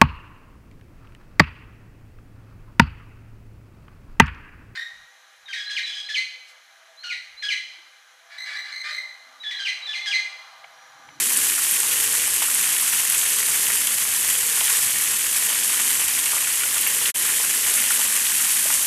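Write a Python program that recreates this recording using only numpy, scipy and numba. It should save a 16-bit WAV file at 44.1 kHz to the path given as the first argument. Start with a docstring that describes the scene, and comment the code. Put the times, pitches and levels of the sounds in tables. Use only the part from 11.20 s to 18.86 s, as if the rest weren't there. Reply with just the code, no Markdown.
"""Fountain jets on wet concrete

Water jets arc from low nozzles and arches and rain onto concrete around a hand-held phone.
Far off, noise and countless short rings merge into a hiss that throbs as the arcs break into clumps.
Close by, single drops tick, slap and plop as swelling, dying rings; a stone wall throws a little back.
A distant rumble, filtered noise, lies beneath; the sound drops out once."""
import sys
import numpy as np
from scipy import signal
from scipy.fft import rfft, irfft, next_fast_len
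from scipy.io import wavfile
from scipy.ndimage import uniform_filter1d
from numba import njit

SR = 44100
rng = np.random.default_rng(int(sys.argv[2]) if len(sys.argv) > 2 else 0)


def store_pcm(level_fs):
    """Save levels as 16-bit WAV."""
    pcm = np.round(np.clip(level_fs, -1, 1) * 32767).astype(np.int16)
    wavfile.write(sys.argv[1], SR, np.atleast_2d(pcm).T)


def voltage_ratio(level):
    """Linear amplitude factor for a level in decibels (scalar or array-like)."""
    return 10 ** (np.asarray(level, float) / 20)


N = 337806

# Falling water as the phone pans: (time [s], fine spray level [dB], heavy drop level [dB])
WATER_LEVELS = [(0, -20.5, -31.5), (1.6, -21, -30), (2.2, -20.5, -30.5), (3.1, -21, -31),
                (5.5, -21.5, -30.5), (6.6, -20.5, -30), (7.66, -20.5, -31)]
# Relative spectrum of the fine spray: (frequency [Hz], level per Hz [dB])
FINE_SPECTRUM = [(2710, -19.5), (4600, -15), (5140, -15.5), (7370, -8.5), (9200, -6.5), (10300, -8.5),
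                 (11300, -5.5), (12400, -12), (14900, -21), (15400, -21)]
# Relative spectrum of the heavy drops: (frequency [Hz], level per Hz [dB])
HEAVY_SPECTRUM = [(410, -59), (700, -21.5), (1100, -13.5), (1220, -16), (1440, -13.5), (1790, -7.5),
                  (2140, -9.5), (3100, -7.5), (3780, -14), (4600, -23.5), (5980, -44), (10100, -120)]
# Relative spectrum of the distant rumble: (frequency [Hz], level per Hz [dB])
RUMBLE_SPECTRUM = [(14, -36), (24, -9), (86, -4), (149, -4.5), (205, -0.5), (331, -2.5), (473, 0.5),
                   (528, -2), (573, -3.5), (640, -5), (830, -44), (1410, -120)]
# Loudest small drops on bare concrete, before lag and filter:
# (time [s], ring size [dB], starting pitch [Hz])
LOUD_TICKS = [(0.1324, -9, 11500), (0.172, -3, 9120), (0.4394, -7, 9250), (0.5104, -4, 11400),
              (0.602, -5, 8400), (1.075, -5, 8570), (1.346, -2, 9200), (1.5803, -6, 9140),
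              (1.6107, -6, 11100), (1.6781, -8, 8290), (1.8991, -5, 10300), (1.9799, -4, 8910),
              (2.67, -4, 9080), (3.1303, -7, 10800), (3.4027, -7, 8340), (4.4774, -10, 11300),
              (4.6653, -15, 9110), (5.2364, -7, 7960), (5.6111, -4, 11300), (5.6724, -3, 11600),
              (6.5056, -9, 9840), (6.558, -6, 10700), (6.7176, -7, 9510), (6.9644, -5, 8380),
              (7.4066, -8, 9230), (7.5395, -4, 8420), (7.6284, -6, 11000)]
# Loudest heavy drops slapping the water film, before lag and filter:
# (time [s], ring size [dB], starting pitch [Hz])
LOUD_SLAPS = [(0.9343, -14, 1660), (1.2221, -15, 2260), (1.4581, -15, 3230), (1.5644, -9.5, 2560),
              (1.7325, -10, 2560), (2.0143, -13, 2890), (2.3446, -14, 1990), (2.502, -9, 1820),
              (2.6723, -7, 3010), (2.7931, -17, 3010), (2.821, -12, 1760), (3.4072, -5.5, 3010),
              (3.4793, -8, 3140), (3.7584, -12.5, 2120), (3.934, -17, 2720), (4.146, -12, 2790),
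              (4.3013, -10.5, 3040), (4.7002, -15, 1960), (5.0586, -10, 2670), (5.2719, -13, 2130),
              (5.4211, -14, 2010), (5.4343, -7, 2370), (5.6661, -6, 2020), (5.8563, -5, 3320),
              (6.0544, -10, 3110), (6.5071, -10, 3000), (6.6398, -11, 2470), (6.7048, -8.5, 1780),
              (6.996, -15, 2760), (7.0668, -9, 3190), (7.5033, -9, 1740)]
# Loudest air pockets trapped in puddles, before the filter:
# (time [s], ring size [dB], starting bubble pitch [Hz])
LOUD_PLOPS = [(0.389, -24, 1160), (0.449, -29, 1150), (0.633, -21, 1080), (1.078, -22, 1060),
              (1.221, -16, 1030), (1.284, -19, 1250), (1.689, -23, 1300), (2.03, -22, 1250),
              (2.287, -21, 1100), (2.314, -25, 1290), (2.484, -22, 966), (2.683, -23, 1110),
              (3.229, -25, 1330), (3.332, -26, 1090), (3.412, -16, 982), (4.301, -20, 1060),
              (4.597, -17, 1150), (5.133, -15, 1090), (5.166, -17, 1150), (5.455, -25, 1030),
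              (5.565, -19, 1210), (5.665, -22, 1080), (6.053, -22, 1280), (6.2, -20, 940),
              (6.353, -24, 1170), (6.793, -19, 947), (7.099, -26, 1090), (7.456, -24, 587),
              (7.501, -21, 912)]
# Fade out, then fade in: (silent edge [s], signed length away from it [s], steepness [exponent])
DROPOUT_FADES = [(5.9225, -.026, 2.6), (5.9418, .02, 1)]


def shape(x, table):
    """Colour a sound by (frequency [Hz], level [dB]) points, joined along log frequency."""
    hz, db = np.transpose(table)
    n = next_fast_len(N)
    f = np.maximum(np.arange(n // 2 + 1) * SR / n, 1)
    gain = voltage_ratio(np.interp(np.log(f), np.log(hz), db))
    return irfft(rfft(x, n) * gain, n)[:N]


def unit(x):
    """Scale to rms 1."""
    return x / np.sqrt(np.mean(x ** 2))


def above(x, hz):
    """High-pass: keep what lies above hz, thin out the lows."""
    return signal.sosfilt(signal.butter(2, hz, "high", fs=SR, output="sos"), x)


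def walk(rate):
    """Random levels held 1 / rate s and slewed twice; rms 1."""
    hold = int(SR / rate)
    steps = np.repeat(rng.standard_normal(N // hold + 1), hold)
    slewed = uniform_filter1d(uniform_filter1d(steps, hold), hold)
    return unit(slewed[:N])


@njit
def rings(n, start, step, size, cycles, glide, rise):
    """Each drop is a short ring that swells, dies within some cycles and slides up in pitch."""
    out = np.zeros(n)
    for k in range(len(start)):
        w, phase, tail, edge = step[k], 0., size[k], 1.  # w: radians per sample
        fall = np.exp(-w / (2 * np.pi * cycles))
        grow = np.exp(-w / (2 * np.pi * rise))
        up = 1 + glide * (1 - fall)
        i = start[k]
        while tail > .003 * size[k] and i < n and w < 2.8:
            out[i] += tail * (1 - edge) * np.sin(phase)
            phase += w
            w *= up
            tail *= fall
            edge *= grow
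            i += 1
    return out


def drops(s, db, hz, cycles, glide, rise):
    """Ring drops given by time, size and starting pitch; decay and rise last so many cycles."""
    start = np.clip(s * SR, 0, N - 1).astype(np.int64)
    step = 2 * np.pi * np.asarray(hz, float) / SR
    return rings(N, start, step, voltage_ratio(db), 1. * cycles, 1. * glide, 1. * rise)


def drop_sizes(chance, spread_db, top_db):
    """Some large drops among many small, in dB; big drops split, so size has a limit."""
    return top_db * np.tanh(-spread_db * np.log(1 - chance) / top_db)


def smacks(clumps, count, spread_db, top_db):
    """Drops that hit flat and give one sharp click over all pitches."""
    when, size, sign = rng.random((count, 3)).T
    share = np.cumsum(voltage_ratio(2.5 * clumps))  # thicker when a clump arrives
    out = np.zeros(N)
    landing = np.searchsorted(share / share[-1], when)
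    out[landing] = np.sign(sign - .5) * voltage_ratio(drop_sizes(size, spread_db, top_db))
    return unit(out)


def patter(clumps, count, low_hz, high_hz, spread_db, top_db, cycles, glide):
    """Random ringing drops, some large among many small; they land thicker when a clump arrives."""
    when, pitch, size = rng.random((count, 3)).T
    share = np.cumsum(voltage_ratio(2.5 * clumps))
    s = np.interp(when, share / share[-1], np.arange(N) / SR)
    hz = low_hz * (high_hz / low_hz) ** pitch
    equal_per_hz_db = 20 * np.log10(hz / high_hz)  # equal energy per Hz
    db = drop_sizes(size, spread_db, top_db) + equal_per_hz_db
    return unit(drops(s, db, hz, cycles, glide, rise=0.23))


def falling_water():
    """Hiss of far spray plus patter and flat smacks, fine and heavy, each on its own level."""
    s, *levels = np.transpose(WATER_LEVELS)
    fine_db, heavy_db = (np.interp(np.arange(N) / SR, s, db) for db in levels)
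    clumps = .15 * walk(7) + .3 * walk(16) + .3 * walk(50) + .7 * walk(150) + .6 * walk(500)
    fine_hiss, heavy_hiss = rng.standard_normal((2, N)) * voltage_ratio(0.39 * clumps)
    flat = smacks(clumps, count=900, spread_db=5, top_db=16)
    fine_patter = patter(clumps, count=24000, low_hz=4280, high_hz=15700,
                         spread_db=2, top_db=11, cycles=1.57, glide=0.039)
    heavy_patter = patter(clumps, count=8000, low_hz=588, high_hz=4830,
                          spread_db=1.5, top_db=10, cycles=1.26, glide=0.09)
    fine = fine_hiss + voltage_ratio(-12) * flat + voltage_ratio(-3) * fine_patter
    heavy = heavy_hiss + voltage_ratio(-5.5) * flat + voltage_ratio(-3.5) * heavy_patter
    fine = unit(shape(above(fine, hz=2430), FINE_SPECTRUM))
    heavy = unit(shape(heavy, HEAVY_SPECTRUM))
    surge_db = 0.44 * walk(10)  # the supply pressure wavers under all jets at once
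    return fine * voltage_ratio(fine_db + surge_db) + heavy * voltage_ratio(heavy_db + surge_db)


def town():
    """Low rumble from afar: shaped noise in which each half octave swells on its own."""
    noise = unit(shape(rng.standard_normal(N), RUMBLE_SPECTRUM))
    out = 0
    for hz in 17 * 2 ** (np.arange(12) / 2):
        half_octave = signal.butter(2, [hz, hz * np.sqrt(2)], "band", fs=SR, output="sos")
        swell_db = 2.2 * walk(3.103) + 1.46 * walk(25)
        out = out + signal.sosfiltfilt(half_octave, noise) * voltage_ratio(swell_db)
    return unit(out) * voltage_ratio(-47.5)


def strays(count, top_db, range_db, low_hz, high_hz):
    """Quieter near drops at random moments, as rows (time [s], ring size [dB], pitch [Hz])."""
    when, size, pitch = rng.random((count, 3)).T
    hz = low_hz * (high_hz / low_hz) ** pitch
    return np.transpose([when * N / SR, top_db - range_db * size, hz])


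def splashes(table, count, within_s, scatter, below_db, cycles, glide, rise):
    """Each drop lands, then throws a crown of smaller droplets at nearby pitches."""
    s, db, hz = np.transpose(table)[:, :, None]
    late, tune = rng.random((len(table), 2, count)).transpose(1, 0, 2)
    s = s + .0006  # lag [s]
    crown_s = s + within_s * late
    crown_db = db + below_db * (.5 + late)  # later droplets are weaker
    crown_hz = np.minimum(hz * np.exp(scatter * (2 * tune - 1)), 14000)
    landing = drops(s.ravel(), db.ravel(), hz.ravel(), cycles, glide, rise)
    crown = drops(crown_s.ravel(), crown_db.ravel(), crown_hz.ravel(), cycles, glide, rise)
    return landing + crown


def concrete_ticks():
    """Small drops on bare concrete ring high and longest in cycles."""
    small = strays(count=36, top_db=-9, range_db=4, low_hz=7500, high_hz=11500)
    ticks = splashes(np.vstack([LOUD_TICKS, small]), count=5, within_s=0.0014, scatter=0.26,
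                     below_db=-4, cycles=3.9, glide=0.0066, rise=0.39)
    return above(ticks, hz=5500)


def puddle_plops():
    """Air pockets trapped in puddles ring low and slide up in pitch."""
    small = strays(count=55, top_db=-22, range_db=9.5, low_hz=920, high_hz=1400)
    table = np.vstack([LOUD_PLOPS, small])
    plops = drops(*np.transpose(table), cycles=1.47, glide=0.034, rise=0.29)
    return above(plops, hz=378)


def film_slaps():
    """Heavy drops slapping the water film ring lower than ticks and die within few cycles."""
    small = strays(count=65, top_db=-13, range_db=6, low_hz=1620, high_hz=3270)
    slaps = splashes(np.vstack([LOUD_SLAPS, small]), count=4, within_s=0.00304, scatter=0.42,
                     below_db=-8, cycles=1.23, glide=0.02, rise=0.25)
    return above(slaps, hz=1200)


def bounce(x, wall_db, t60_s):
    """Add a short scattered tail off walls and poles: noise that decays 60 dB in t60_s."""
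    t = np.arange(SR // 5) / SR
    echo = voltage_ratio(wall_db) * rng.standard_normal(len(t)) * voltage_ratio(-60 * t / t60_s)
    echo[0] = 1  # direct sound
    return signal.fftconvolve(x, echo)[:N]


def top_cut(x):
    """Steep low-pass: almost nothing is left over the top frequency."""
    top_hz = 15500
    return shape(x, [(top_hz, 0), (1.01 * top_hz, -80)])


def scene():
    """Spray all around, rumble far off, single drops close by, mixed to one channel."""
    near_drops = concrete_ticks() + puddle_plops() + film_slaps()
    near = bounce(near_drops, wall_db=-28.5, t60_s=0.12)
    return top_cut(falling_water() + town() + near)[None]


def band_limit(x):
    """A steep low-pass at the top of the band."""
    return signal.sosfilt(signal.butter(12, 16030, fs=SR, output="sos"), x)


def record(dry):
    """For one lost moment the sound fades steeply to silence and back."""
    t = np.arange(N) / SR
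    fade = 0
    for edge_s, length_s, steepness in DROPOUT_FADES:
        away = np.clip((t - edge_s) / length_s, 0, 1)  # 0 at the silent edge, 1 at full level
        fade = fade + np.sin(np.pi / 2 * away) ** steepness
    return band_limit(dry * fade)


dry = scene()
out = record(dry)
store_pcm(out)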